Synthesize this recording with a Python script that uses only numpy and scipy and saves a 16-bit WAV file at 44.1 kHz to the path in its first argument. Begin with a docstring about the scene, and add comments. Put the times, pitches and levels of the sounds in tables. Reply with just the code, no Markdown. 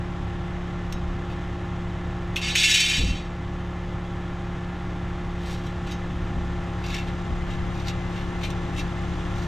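"""Steel plate twisted on concrete

A square steel anchor plate is dropped over a bolt and twisted round on a concrete footing: it clanks,
grinds as sand grains kick its modes, and rings out. Later, short light scrapes nudge it into line.
A tracked loader idles beside it, outdoors, and wind thumps softly on the camera's microphone,
whose gain control ducks the engine under the loud grinding."""
import sys
import numpy as np
from scipy import signal
from scipy.fft import rfft, irfft, next_fast_len
from scipy.io import wavfile
from scipy.ndimage import map_coordinates

SR = 44100
rng = np.random.default_rng(int(sys.argv[2]) if len(sys.argv) > 2 else 0)


def waveform_to_disk(signal):
    """Save audio, clipped to [-1, 1], as 16-bit WAV at the path in sys.argv[1]."""
    frames = np.transpose(np.atleast_2d(signal))
    scaled = np.clip(frames, -1, 1) * 32767
    samples = np.round(scaled).astype(np.int16)
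    wavfile.write(sys.argv[1], SR, samples)


N = 417627
T = np.arange(N) / SR


def amp(db):
    """Decibels to gain."""
    return 10 ** (np.asarray(db) / 20)

def unit(x):
    """Scale to rms 1."""
    return x / np.sqrt(np.mean(x ** 2) + 1e-20)

def colour(points, hz):
    """Gain of an EQ curve through (Hz, dB) points on a log axis."""
    f, db = np.transpose(points)
    return amp(np.interp(np.log(hz + 1), np.log(f), db))

def filtered(x, response):
    """Filter x by a gain that is a function of frequency."""
    size = next_fast_len(x.shape[-1] + SR // 2)
    return irfft(rfft(x, size) * response(np.fft.rfftfreq(size, 1 / SR)), size)[..., :x.shape[-1]]

def noise(spectrum):
    """Coloured noise of rms 1."""
    return unit(filtered(rng.standard_normal(N), lambda hz: colour(spectrum, hz)))

def wobble(rate):
    """A smooth random curve, rate knots a second."""
    knots = rng.standard_normal(int(N * rate / SR) + 4)
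    return np.interp(T, T[::20], map_coordinates(knots, [T[::20] * rate]))

def ramp(start, length):
    """Rises evenly from 0 to 1."""
    return np.clip((T - start) / length, 0, 1)

def swells(rows):
    """Bell-shaped envelopes of (centre s, dB, half length s), added in power."""
    powers = (amp(db) ** 2 * np.exp(-np.minimum(((T - s) / half) ** 2, 60)) for s, db, half in rows)
    return np.sqrt(sum(powers))

def tilted(x, tilt_db):
    """Brighten or dull by tilt_db per octave between 1 and 9 kHz."""
    return filtered(x, lambda hz: amp(tilt_db * np.log2(np.clip(hz, 1000, 9000) / 3500)))


# The plate's voice. Each row: pitch in Hz, width in Hz before damping scales it, relative level in dB.
PLATE_MODES = [(1745, 50, -10), (1920, 24, -13), (2182, 28, -3), (2307, 22, -8), (2398, 22, -6.5),
               (2533, 22, -9), (2704, 22, 2.5), (2868, 18, -6), (2900, 18, -8), (3105, 18, -1),
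               (3420, 26, -6), (3505, 21, -2), (3625, 24, -1), (3823, 28, -.5), (3956, 16, -4),
               (4170, 24, -11), (4492, 26, -3), (4680, 49, -8), (5310, 50, -8), (5520, 40, -12),
               (5680, 36, -13), (5812, 40, -7), (6140, 50, -15), (6550, 50, -13), (6730, 41, -12),
               (6942, 30, -11), (7690, 41, -11), (8050, 36, -16), (8360, 51, -18), (9340, 40, -23)]
# The rasp of the rubbing faces between those modes. Each row: frequency in Hz, relative level in dB.
RASP_EQ = [(600, -60), (1400, -2), (1750, -10.5), (2300, -0.5), (3800, -3), (4300, -6.5), (5000, -19),
           (5500, -8), (6900, -13), (7200, -17), (8100, -18), (11000, -24.5), (13500, -25), (15500, -42)]

def plate_ring(damping, bed_db, bed_t60, crack_db, crack_t60, vary_db):
    """The plate's answer to one grain: main modes, a bed of weak ones and a dry crack; energy 1."""
    t = np.arange(SR // 2) / SR
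    # each place of contact excites the modes with its own signs and strengths
    signs = rng.choice([-1, 1], len(PLATE_MODES))
    sizes = signs * amp(vary_db * rng.standard_normal(len(PLATE_MODES)))
    modes = sum(size * amp(db) * width * np.exp(-np.pi * damping * width * t) * np.sin(2 * np.pi * hz * t)
                for size, (hz, width, db) in zip(sizes, PLATE_MODES))
    bursts = rng.standard_normal((2, len(t))) * amp(-60 * t / [[bed_t60], [crack_t60]])
    bed, crack = filtered(bursts, lambda hz: colour(RASP_EQ, hz))
    ring = unit(modes) + amp(bed_db) * unit(bed) + amp(crack_db) * unit(crack)
    # a small plate radiates almost no bass
    ring = signal.sosfilt(signal.butter(9, 1650, 'high', fs=SR, output='sos'), ring)
    return ring / np.linalg.norm(ring)

def grit(size, rate, size_db):
    """Sand grains catch and break under the steel: random kicks, a few of them large."""
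    kicks = (rng.random(size) < rate / SR) * rng.choice([-1, 1], size)
    return unit(kicks * amp(size_db * np.minimum(rng.exponential(size=size), 4)))


# The grinding turns. Each row: start and fastest moment in seconds, level in dB, half length in seconds.
PLATE_TURNS = [(2.411, 2.45, -27.5, 0.081), (2.554, 2.725, -16.2, .183), (3.04, 3.067, -40, 0.043)]

def twist(break_loose_s=.005, first_slip_s=2.64, slip_gap_s=.053, dull_above_hz=6600, bite_db=-9):
    """Turned under weight, the plate grinds and rings; coarse grains bite at speed, so slow is dull."""
    speed = sum(ramp(start, break_loose_s) * swells([(fastest, db, half)])
                for start, fastest, db, half in PLATE_TURNS)
    # at full pressure it catches and slips three times, each slip weaker
    slips = swells([(first_slip_s + k * slip_gap_s, -9.5 - k, .011) for k in range(3)])
    drive = speed * (1 + slips)
    ring = plate_ring(damping=.64, bed_db=-8.5, bed_t60=.2, crack_db=-7, crack_t60=.015, vary_db=.5)
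    fine = filtered(grit(N, rate=2800, size_db=3.5), lambda hz: 1 / np.hypot(1, (hz / dull_above_hz) ** 2))
    coarse = tilted(grit(N, rate=350, size_db=2), tilt_db=6.5) * np.sqrt(drive / drive.max())
    force = drive * amp(1.05 * wobble(70)) * (fine + amp(bite_db) * coarse)
    return signal.fftconvolve(force, ring)[:N]


# Steel clanks on concrete. Each row: start in seconds, attack level in dB, choke time (t60) in seconds,
# tilt in dB per octave, fall from edge to face in seconds.
PLATE_KNOCKS = [(0.9236, -38.5, .09, 3.5, .0015), (2.3595, -26, 0.44, 0, 0.0049),
                (2.553, -18, 0.16, 0.5, 0.0045), (6.9422, -33, 0.3, -2.5, 0.0026),
                (8.448, -40, .13, -2, .003), (8.502, -42.5, .1, 1, 0.0022)]

def knocks(crush_t60=.023, edge_db=-.5, edge_tilt_db=-2):
    """A softer, duller edge hit, then the face: each crushes grit and rings until concrete chokes it."""
    out, t = np.zeros(N + SR), np.arange(SR // 2) / SR
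    for start, db, t60, tilt_db, fall_s in PLATE_KNOCKS:
        edge = (start, db + edge_db, tilt_db + edge_tilt_db)
        face = (start + fall_s, db, tilt_db)
        for at, hit_db, hit_tilt_db in (edge, face):
            force = rng.standard_normal(len(t)) * amp(-60 * t / crush_t60)
            ring = plate_ring(damping=.16, bed_db=3, bed_t60=.2, crack_db=0, crack_t60=.0062, vary_db=2)
            choked = ring * amp(-60 * t / t60)
            clank = tilted(signal.fftconvolve(force, choked)[:len(t)], hit_tilt_db)
            attack_rms = np.std(clank[:SR // 200])
            out[round(at * SR):][:len(t)] += amp(hit_db) * clank / attack_rms
    return out[:N]


# Small scrapes. Each row: centre in seconds, gain in dB, half length in seconds, tilt in dB per octave.
PLATE_NUDGES = [(1.318, -51, .02, -4.5), (5.507, -44, 0.047, 2), (5.668, -46, 0.016, 0),
                (5.876, -46, .014, -1.5), (5.919, -43, .012, 1.5), (6.884, -39, 0.029, -1),
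                (6.961, -36.5, 0.035, -3), (7.08, -45, 0.0075, -5), (7.522, -46, .02, -3),
                (7.791, -49.5, .04, -2), (7.883, -34, 0.011, -1), (8.174, -47.5, .035, -3),
                (8.442, -40, .019, 0), (8.788, -35, .015, .5), (9.412, -52, .05, 4)]
# Dry sand under the plate. Each row: frequency in Hz, relative level in dB.
SAND_EQ = [(1200, -32), (2400, 8), (4500, 0.5), (9500, -33), (12200, -13.5), (15500, -35)]

def nudges(sand_db=-5, roundness=1.45):
    """Light pushes, with fingers damping the plate, so that the dry sand is heard too."""
    out, t = np.zeros(N + SR), np.arange(-SR // 8, SR // 8) / SR
    for centre, db, half, tilt_db in PLATE_NUDGES:
        force = grit(len(t), rate=2300, size_db=6) * np.exp(-.5 * np.abs(t / half) ** roundness)
        ring = plate_ring(damping=.85, bed_db=-5, bed_t60=.079, crack_db=-6, crack_t60=.011, vary_db=1.2)
        scrape = signal.fftconvolve(force, ring)
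        sand = unit(filtered(force, lambda hz: colour(SAND_EQ, hz)))
        scrape[:len(t)] += amp(sand_db) * np.std(force) * sand
        out[round((centre + t[0]) * SR):][:len(scrape)] += amp(db) * tilted(scrape, tilt_db)
    return out[:N]


# Touches on the bolt. Each row: start in seconds, gain in dB.
BOLT_TOUCHES = [(.9245, -43.5), (5.9113, -44), (5.926, -46)]
# The partials of a tink. Each row: pitch in Hz, relative level in dB, ring time (t60) in seconds.
TINK_MODES = [(2869, -11, 0.28), (3828, -0.5, 0.3), (5310, -7, 0.24), (6040, -14, 0.27), (6460, -6, 0.18)]

def tinks(vary_db=.9):
    """The plate's edge touches the bolt and gives a brief bright ring."""
    out, t = np.zeros(N + SR), np.arange(SR // 2) / SR
    for start, db in BOLT_TOUCHES:
        ring = sum(amp(level + rng.normal(0, vary_db) - 60 * t / t60) * np.sin(2 * np.pi * hz * t)
                   for hz, level, t60 in TINK_MODES)
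        out[round(start * SR):][:len(t)] += amp(db) * ring
    return out[:N]


# The exhaust note. Each row: multiple of the firing rate, relative level in dB.
EXHAUST_HARMONICS = [(1, -2.5), (2, -0.5), (3, -1.5), (4, -8), (5, 1), (6, -15.5), (7, -28), (8, -29.5),
                     (9, -23), (10, -5.5), (11, -39), (12, -21), (13, -28.5), (14, -24), (15, -19),
                     (16, -23), (17, -26.5), (18, -29), (19, -21), (20, -21.5), (21, -28), (22, -21.5),
                     (23, -13.5), (24, -21.5), (25, -28), (26, -21.5), (27, -28), (28, -25), (29, -46),
                     (30, -19), (31, -29.5), (32, -18), (33, -45), (34, -31), (35, -23), (36, -46),
                     (37, -31), (38, -46), (39, -31), (40, -24)]
# Engine clatter and fan hiss. Each row: frequency in Hz, relative level in dB.
CLATTER_EQ = [(25, 3.5), (65, 4), (130, 4.5), (200, -5.5), (290, -4.5), (450, -12.5), (800, -11.5),
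              (1000, -13), (1350, -11), (1560, -15.5), (1750, -13.5), (2300, -19.5), (3500, -23),
              (7000, -63.5)]
FAN_EQ = [(1500, -15), (2500, 5.5), (3600, 6.5), (4300, 1), (6400, -0.5), (7700, -5.5), (8500, -11.5),
          (10500, -17.5), (12500, -22), (15500, -42)]
# Engine bay panels that sing along. Each row: pitch in Hz, width in Hz, relative level in dB.
PANEL_MODES = [(297.5, 3.3, -1), (794.4, 21, -12.5), (1370, 14, -12.5), (1744, 59, -14.5),
               (2039, 16, -12.5)]

def loader(firing_hz=35, hunt_hz=.0499, flutter_db=.34, swell_from_s=4.6):
    """A diesel idles: exhaust harmonics, singing panels, and clatter and fan hiss that throb with it."""
    def panel_response(f):
        return sum(amp(db) * hz * width / (hz * hz - f * f + 1j * f * width)
                   for hz, width, db in PANEL_MODES)
    angle = 2 * np.pi * np.cumsum(firing_hz + hunt_hz * wobble(7)) / SR
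    exhaust = sum(amp(db + flutter_db * wobble(11)) * np.cos(k * angle + rng.uniform(0, 2 * np.pi))
                  for k, db in EXHAUST_HARMONICS)
    # injectors and valves strike at several places in each two-firing cycle
    throb = unit(sum(np.cos(k * angle / 2 + rng.uniform(0, 2 * np.pi)) for k in (1, 2, 4, 8)))
    clatter = noise(CLATTER_EQ) * amp(.67 * throb)
    panels = filtered(rng.standard_normal(N), panel_response)
    fan = noise(FAN_EQ) * amp(.74 * throb)
    # the loader slowly grows louder, its treble most
    swell_s = np.maximum(T - swell_from_s, 0)
    layers = [(exhaust, -30.5, .27), (clatter, -36, .55), (panels, -47.5, .55), (fan, -56, 1)]
    return sum(unit(layer) * amp(db + db_per_s * swell_s) for layer, db, db_per_s in layers)


# Wind rumble, and the crisper thump of a hard buffet. Each row: frequency in Hz, relative level in dB.
RUMBLE_EQ = [(15, -4), (35, 2), (80, 0.5), (130, -13), (250, -14.5), (600, -45), (1500, -90)]
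THUMP_EQ = [(40, -31), (100, -7), (180, 10.5), (300, -9.5), (500, -8.5), (1200, -50), (3000, -100)]
# Slow gusts. Each row: centre in seconds, level in dB, half length in seconds.
WIND_GUSTS = [(1.08, -32.5, 0.1), (3.1, -24, 0.056), (6.3, -34, 0.23), (7.5, -37, .25)]
# Sudden buffets. Each row: centre in seconds, level in dB.
WIND_BUFFETS = [(.96, -30), (1.18, -42), (3.001, -15.5), (3.04, -17), (3.11, -22.5), (6.37, -24),
                (7.32, -26), (7.62, -34)]

def wind(breeze_db=-46.5, buffet_half_s=.017, crisp_db=-7):
    """Air on the microphone: a lumpy breeze, slow gusts and buffets; the hardest ones reach higher."""
    lumpy = unit(noise(RUMBLE_EQ) * amp(2 * wobble(12)))
    rumble = lumpy * np.hypot(amp(breeze_db), swells(WIND_GUSTS))
    buffets = swells([(centre, db, buffet_half_s) for centre, db in WIND_BUFFETS])
    crispness = amp(crisp_db) * buffets / buffets.max()
    return rumble + buffets * (noise(RUMBLE_EQ) + crispness * noise(THUMP_EQ))


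# The yard's reverb. Each row: frequency in Hz, decay time (t60) in seconds.
YARD_DECAY = [(1500, 1), (3000, 0.47), (6000, 0.12), (12000, 0.26)]

def yard(x):
    """Pavement and machine return a tail whose treble dies first."""
    hz, t, spectra = signal.stft(rng.standard_normal(SR), SR, nperseg=256)
    t60 = np.interp(hz, *np.transpose(YARD_DECAY))[:, None]
    tail = signal.istft(spectra * amp(-60 * t / t60), SR, nperseg=256)[1]
    return signal.fftconvolve(x, tail / np.linalg.norm(tail))[:N]


# Stereo width: the fully open image, and the airy top that is always wide.
# Each row: frequency in Hz, side level against mid in dB.
OPEN_WIDTH = [(30, -22), (100, -22), (300, -14), (700, -8.5), (3000, -9.5), (10000, -8.5)]
AIRY_WIDTH = [(3000, -87), (10500, -47), (12000, 1), (15000, 2)]

def spread(x, opening, lean_db=1.5, airy_lead_rad=1.96):
    """Mono to stereo: the image widens and leans left as it opens; the airy top favours the right."""
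    knots = np.arange(0, SR / 2, 60)
    # the side signal leads in the bass and its phase wanders above 1200 Hz
    phase = np.pi / 2 + np.cumsum(rng.standard_normal(len(knots)) * (knots > 1200))
    wide = filtered(x, lambda hz: colour(OPEN_WIDTH, hz) * np.exp(1j * np.interp(hz, knots, phase)))
    airy = filtered(x, lambda hz: colour(AIRY_WIDTH, hz) * np.exp(1j * airy_lead_rad))
    side = opening * wide + airy
    return np.array([x + side, x - side]) * amp(np.outer([.5, -.5], lean_db * opening))

def scene(yard_db=-15.5, side_wind_db=-9):
    """Plate, loader and wind, nearly straight ahead, in an image that starts narrow and opens out."""
    opening = ramp(start=5.54, length=2.16)
    plate = twist() + nudges() + knocks() + tinks()
    side_wind = amp(side_wind_db) * opening * wind()
    mid = loader() + plate + amp(yard_db) * yard(plate) + wind()
    return spread(mid, opening) + np.outer([1, -1], side_wind)

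def record(dry, threshold_db=-25.5, slope=.32, hold_s=.014, recover_s=.7, linger=.27, top_hz=15400):
    """The camera ducks loud sound, regains the last of its gain slowly and cuts all above top_hz."""
    def follow(x, seconds):
        """A running mean that forgets over the given time."""
        keep = np.exp(-1 / (seconds * SR))
        return signal.lfilter([1 - keep], [1, -keep], x)
    level_db = 10 * np.log10(follow(np.mean(dry ** 2, axis=0), hold_s) + 1e-12)
    over_db = np.maximum(level_db - threshold_db, 0)
    duck_db = slope * over_db + linger * follow(over_db, recover_s)
    return filtered(dry * amp(-duck_db), lambda hz: hz < top_hz)


dry = scene()
out = record(dry)
waveform_to_disk(out)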